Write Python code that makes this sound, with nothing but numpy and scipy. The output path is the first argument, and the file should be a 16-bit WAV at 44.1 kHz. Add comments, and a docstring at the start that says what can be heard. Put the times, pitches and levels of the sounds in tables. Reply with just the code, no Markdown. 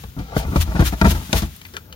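"""Wooden knocks and low booms, rushes of seed and a gritty scrape, then a few ticks, over a quiet farm.
A wooden-framed wire screen full of seed and stems is shaken by hand inside a tub, close to a phone.
Blows and chatter ring modes of tub wall, frame and slats; the scrape and dry cracks are banded noise.
Seed is random clicks on the mesh, stems are short noisy rings, the farm is coloured noise."""
import sys
import numpy as np
from scipy import signal
from scipy.fft import rfft, irfft
from scipy.io import wavfile
from scipy.ndimage import uniform_filter1d

SR = 44100
rng = np.random.default_rng(int(sys.argv[2]) if len(sys.argv) > 2 else 0)


def linear_from_db(decibels):
    """Turn decibels (scalar or array-like) into linear amplitude factors; 0 gives 1."""
    return 10 ** (np.asarray(decibels, float) / 20)


def digitize_waveform(pressure):
    """Quantize a signal to 16-bit integers and store it at the path in sys.argv[1].

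    Rows of a 2-D input are taken as channels; values are limited to [-1, 1].
    """
    field = np.atleast_2d(pressure).T
    bounded = np.clip(field, -1, 1)
    quanta = np.round(bounded * 32767).astype(np.int16)
    wavfile.write(sys.argv[1], SR, quanta)


N = 85995


def unit(x):
    """Scale to rms 1."""
    return x / np.sqrt(np.mean(x ** 2))


def colour(x, points, share=1):
    """Filter along the last axis by (frequency [Hz], gain [dB]) points; share scales the dB."""
    p = np.array(points)
    hz = np.maximum(np.arange(N // 2 + 1) * SR / N, 1)
    gain_db = np.interp(np.log(hz), np.log(p[:, 0]), p[:, 1])
    return irfft(rfft(x) * linear_from_db(share * gain_db), N)


def curve(table, column):
    """Gain over time from a dB column."""
    p = np.array(table)
    return linear_from_db(np.interp(np.arange(N) / SR, p[:, 0], p[:, column]))


def ring(x, hz, t60_s):
    """One decaying mode, its pitch given for each sample; a unit impulse rings with peak 1."""
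    turn = np.exp(2j * np.pi * np.cumsum(hz) / SR)
    pole = linear_from_db(-60 / (max(t60_s, .003) * SR))
    return (turn * signal.lfilter([1], [1, -pole], x / turn)).imag


def contact(start_s, t60_s):
    """Envelope of a contact: the longer it lasts, the softer it sets in."""
    age_s = np.maximum(np.arange(N) / SR - start_s, 0)
    rise_share = .03  # of t60
    return np.minimum(age_s / (rise_share * t60_s), 1) * linear_from_db(-60 * age_s / max(t60_s, .01))


def band(x, hz, width_hz):
    """Broad band-pass."""
    return signal.lfilter(*signal.iirpeak(min(hz, SR / 3), hz / width_hz, fs=SR), x)


def grit(per_s, spread_db, channels=1):
    """Random impacts of either sign, a few much stronger than the rest."""
    chance, sign, strength = rng.random((3, channels, N))
    size = linear_from_db(-spread_db * np.log(1 - .995 * strength))
    return (chance < per_s / SR) * np.sign(sign - .5) * size


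def walk(rate_hz):
    """Smooth random wander, rms 1."""
    k = int(SR / rate_hz)
    return unit(uniform_filter1d(uniform_filter1d(rng.standard_normal(N), k), k))


def struck(modes, column, push_s, drag, chatter_db, ports_db, bend, flip=1):
    """Each knock pushes the modes at a new spot, then chatters in small bounces; drag stirs them too.

    The modes drift (bend: rms share of pitch) as grip and load shift; each port hears its own mode mix.
    """
    # frame against tub: (time [s], frame level [dB], boom level [dB], wood level [dB], chatter t60 [s])
    knocks = np.array([(.037, -32, -25.5, -38, 0.061), (0.071, -47, -26.5, -72, 0.092),
                       (0.165, -18.5, -13, -37.5, 0.27), (.194, -23.5, -11, -37.5, 0.06),
                       (0.306, -31, -10, -33.5, 0.91), (0.365, -9, -10.5, -16.5, 0.013),
                       (.448, -24, -13, -37.5, 0.12), (0.477, -30, -12, -52, 0.03),
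                       (.52, -19, -31, -32, 0.25), (0.558, -3, -3, -16.5, 0.044),
                       (0.585, -49, 0, -71, 0.085), (.676, -19, -8, -35, 0.11),
                       (.712, -30, -42, -34.5, 0.25), (0.747, -14.5, -10, -25.5, 0.24),
                       (.793, -5, 2, -17.5, 0.11), (0.823, -5, -17, -20, 0.022),
                       (0.859, -19.5, -9.5, -45, 0.13), (.924, -17.5, -11, -28, 0.11),
                       (1.0135, -4, -4, -12.5, 0.068), (1.043, -5.5, -18, -15, 0.15),
                       (1.055, -9.5, -3, -15.5, 0.025), (1.069, -10, -6, -23, 0.041),
                       (1.11, -21, -18, -31.5, 0.1), (1.149, -17.5, -15.5, -30.5, 0.11),
                       (1.209, -37, -28, -43, 0.15), (1.293, -23, -50, -41, 0.17),
                       (1.329, -10.5, -10.5, -18, 0.12), (1.343, -20, -4.5, -34.5, 0.29),
                       (1.422, -15.5, -8, -28, 0.1), (1.456, -26, -25, -66, 0.086)])
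    slide_db_per_s = 20  # long contacts slide and strike less
    t = np.arange(N) / SR
    at = (knocks[:, 0] * SR).astype(int)
    spot = rng.standard_normal((len(knocks), len(modes), 3))
    bounce = sum(linear_from_db(k[column]) * contact(k[0], k[4]) for k in knocks)
    loose = drag + linear_from_db(chatter_db) * bounce * grit(per_s=1500, spread_db=2.2)[0]
    blow_db = knocks[:, column] - slide_db_per_s * knocks[:, 4]
    push_t = t[:SR // 20]
    push = push_t ** 2 * np.exp(-2 * push_t / push_s)
    out = 0
    for k, (hz, mode_db, t60_s) in enumerate(modes):
        x = loose * linear_from_db(ports_db * spot[0, k, 1:, None])
        x[:, at] += linear_from_db(blow_db + 2.0 * spot[:, k, 0] + ports_db * spot[:, k, 1:].T)
        drifting_hz = hz * (1 + bend * walk(12))
        out = out - flip ** k * linear_from_db(mode_db) * ring(x, drifting_hz, t60_s)
    return signal.fftconvolve(out, push[None] / push.sum(), axes=1)[:, :N]


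def frame():
    """Knocks and drag ring tub, frame and slats; dry cracks and the scrape are broad noise."""
    # modes of the tub wall: (frequency [Hz], level [dB], t60 [s])
    boom_modes = [(60.1, -1.5, 0.31), (70.2, 1, 0.14), (81.36, 1.5, 0.3), (100, -36.5, 0.31)]
    # modes of the frame bending: (frequency [Hz], level [dB], t60 [s])
    frame_modes = [(133, -10, 0.21), (182.7, -7.5, 0.13), (220.7, -2, 0.061), (257, -3, 0.048),
                   (310.7, -3, 0.056)]
    # modes of the slats: (frequency [Hz], level [dB], t60 [s])
    wood_modes = [(417.5, 1, 0.035), (584.4, -4.5, 0.047), (666.6, 5.5, 0.033), (869, 8.5, 0.016),
                  (1045, 4, 0.034), (1170, 9, 0.02), (1454, 11.5, 0.024), (1636, 8, 0.038),
                  (1990, 14.5, 0.011), (2457, 8, 0.055)]
    # frame dragging on the tub: (time [s], relative rumble level [dB], relative scrape level [dB])
    drag = [(0.0, -40, -103), (0.206, -42, -65.5), (0.434, -16.5, -49), (0.536, -12.5, -97),
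            (0.662, -22, -57), (0.994, -32, -62), (1.118, -6, -52.5), (1.298, -32, -69.5),
            (1.472, -48, -104), (1.95, -39, -66)]
    # wood meeting the wall squarely: (time [s], relative level [dB], t60 [s])
    cracks = [(0.037, -37, 0.03), (0.186, -39.5, 0.14), (0.368, -20, 0.016), (0.5596, -20.5, 0.041),
              (0.7504, -35, 0.31), (0.7918, -27, 0.13), (0.8194, -31, 0.035), (0.92, -41, 0.15),
              (1.0135, -12, 0.019), (1.047, -21.5, 0.036), (1.0551, -24.5, 0.22), (1.329, -5.5, 0.025),
              (1.418, -26, 0.097)]

    rub = unit(grit(per_s=900, spread_db=2.2)[0])
    stir = linear_from_db(-36) * rub * curve(drag, 1)
    scrape = curve(drag, 2)
    out = linear_from_db(-0.5) * struck(boom_modes, column=2, push_s=.0045, drag=stir,
                             chatter_db=-34, ports_db=1.5, bend=.02)
    out += linear_from_db(0.5) * struck(frame_modes, column=1, push_s=.00084, drag=linear_from_db(-3.0) * stir,
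                             chatter_db=-17, ports_db=0.5, bend=.06)
    out += linear_from_db(-2.5) * struck(wood_modes, column=3, push_s=.00025, drag=linear_from_db(-10) * rub * scrape,
                              chatter_db=-10.5, ports_db=4, bend=.06, flip=-0.97)
    env = linear_from_db(11.5) * scrape
    for start_s, db, t60_s in cracks:
        env = env + linear_from_db(db) * contact(start_s, t60_s)
    noise = rng.standard_normal((2, N)) + 0.29 * rng.standard_normal(N)  # partly shared by the ports
    centre_hz, width_hz = 3600, 5500
    dry_noise = unit(band(band(noise, centre_hz, width_hz), centre_hz, width_hz))
    return out + linear_from_db(-3.0) * env * dry_noise


def seed():
    """Thousands of tiny clicks on the wires; each port hears mostly its own grains."""
    # seed thrown over the mesh: (peak time [s], level [dB], rise [s], fall [s])
    rushes = [(.2, -53.5, 0.042, 0.057), (0.387, -29.5, 0.019, 0.018), (.565, -31.5, 0.0097, 0.024),
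              (0.616, -22, 0.0096, 0.013), (0.809, -30.5, 0.0049, 0.011), (0.872, -22.5, 0.018, 0.016),
              (0.938, -39, 0.076, 0.0067), (1.059, -33.5, 0.043, 0.1), (1.114, -21.5, 0.022, 0.0095),
              (1.341, -39.5, 0.029, 0.029), (1.378, -23.5, 0.025, 0.017), (1.429, -41, 0.032, 0.039)]
    # seed trickling through between throws: (time [s], relative level [dB])
    trickle = [(0.0, -41), (0.308, -58), (0.51, -37.5), (0.874, -44), (0.972, -42.5), (1.086, -43.5),
               (1.27, -36), (1.814, -49.5), (1.95, -59)]
    # spectral shape of the clicks: (frequency [Hz], relative level [dB per Hz])
    spectrum = [(500, -16), (1000, -7), (1600, -7), (2300, -7.5), (3500, -4), (5000, -8), (6800, -7),
                (9000, -9.5), (12000, -11), (15800, -18.5), (16500, -56)]
    t = np.arange(N) / SR
    env = linear_from_db(-4) * curve(trickle, 1)
    for peak_s, db, rise_s, fall_s in rushes:
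        spread_s = np.where(t < peak_s, rise_s, fall_s)
        env = np.hypot(env, linear_from_db(db) * np.exp(-((t - peak_s) / spread_s) ** 2 / 2))
    grains = grit(per_s=9000, spread_db=2.5, channels=3)
    flicker_db = 1.0 * walk(45)
    return unit(colour(grains[0] + 3.7 * grains[1:], spectrum)) * env * linear_from_db(flicker_db)


def stems():
    """Stems snap and settle: each tick is a short noisy ring with a shorter broad snap."""
    # (time [s], level [dB], ring frequency [Hz], t60 [s], snap level re tick [dB])
    ticks = [(1.562, -32, 10900, 0.029, -17), (1.614, -39.5, 2240, 0.053, 12),
             (1.65, -22, 2180, 0.052, -9.5), (1.665, -37.5, 12800, 0.024, 9), (1.736, -18, 415, 0.14, -14),
             (1.74, -29.5, 1570, 0.18, -13.5), (1.7663, -8.5, 1480, 0.021, -3),
             (1.774, -29.5, 1450, 0.094, -5), (1.897, -45, 14600, 0.016, -13), (1.925, -33, 2950, 0.06, 5)]
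    rise_s = .0012
    t, out = np.arange(N) / SR, np.zeros(N)
    for start_s, db, hz, t60_s, snap_db in ticks:
        age_s = np.maximum(t - start_s, 0)
        decay = linear_from_db(-60 * age_s / max(t60_s, .005))
        burst = rng.standard_normal(N) * np.minimum(age_s / rise_s, 1) * decay
        tone = 2.25 * band(burst, hz, hz / 7)
        snap = band(band(burst * decay, 2300, 6300), 2200, 5400)
        out += linear_from_db(db) * (tone + linear_from_db(snap_db) * snap)
    return out


def farm():
    """Quiet open-air noise, wandering in level, its bass shared by both ports."""
    # spectral shape: (frequency [Hz], relative level [dB per Hz])
    spectrum = [(40, -7), (70, 7), (93, 0.5), (229, -8.5), (409, -20), (562, -24.5), (1150, -36),
                (1450, -25), (1660, -62), (8000, -78), (13000, -34), (16500, -34)]
    noise = rng.standard_normal((3, N))
    own = signal.lfilter(*signal.butter(1, 600, "high", fs=SR), noise[1:])
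    return linear_from_db(-43.5) * unit(colour(noise[0] + own, spectrum)) * linear_from_db(1.2 * walk(12))


def tub_echo(near):
    """Short diffuse echo inside the tub: decaying noise, separate for each port."""
    t60_s, level_db, low_cut_hz = .025, -8, 270
    t = np.arange(SR // 8) / SR
    echo = rng.standard_normal((2, len(t))) * linear_from_db(-60 * t / t60_s) * (t > .001)
    echo = echo / np.sqrt((echo ** 2).sum(1, keepdims=True))
    echo = signal.lfilter(*signal.butter(1, low_cut_hz, "high", fs=SR), echo)
    return linear_from_db(level_db) * signal.fftconvolve(near, echo, axes=1)[:, :N]


def scene():
    """Sources and tub echo at two ports: the left is louder and earlier."""
    # level difference of the ports: (frequency [Hz], left minus right [dB])
    ports = [(60, 1.5), (200, 3.5), (700, 5.5), (2400, 8), (5000, 1.5), (9000, 1), (11500, 5),
             (14000, 19.5)]
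    right_lag_s = .00023
    near = frame() + stems()
    out = near + tub_echo(near) + seed() + farm()
    lag = np.exp(-2j * np.pi * np.arange(N // 2 + 1) * SR / N * right_lag_s)
    right = irfft(rfft(out[1]) * lag, N)
    return np.array([colour(out[0], ports, 1 / 2), colour(right, ports, -1 / 2)])


def top_cut(x):
    """Nothing passes above the cut-off."""
    return signal.sosfilt(signal.butter(12, 16820, fs=SR, output="sos"), x)


def record(dry):
    """The phone cuts the deepest bass and the top, dips near 8 kHz and rounds the peaks."""
    low_cut_hz, top_hz, ceiling = 51, 15950, 1.05
    x = signal.sosfilt(signal.butter(4, low_cut_hz, "high", fs=SR, output="sos"), dry)
    x = x - 0.7 * band(x, hz=7930, width_hz=900)
    x = ceiling * np.tanh(x / ceiling)
    x = signal.sosfilt(signal.ellip(8, .2, 70, top_hz, fs=SR, output="sos"), x)
    return top_cut(x)


dry = scene()
out = record(dry)
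digitize_waveform(out)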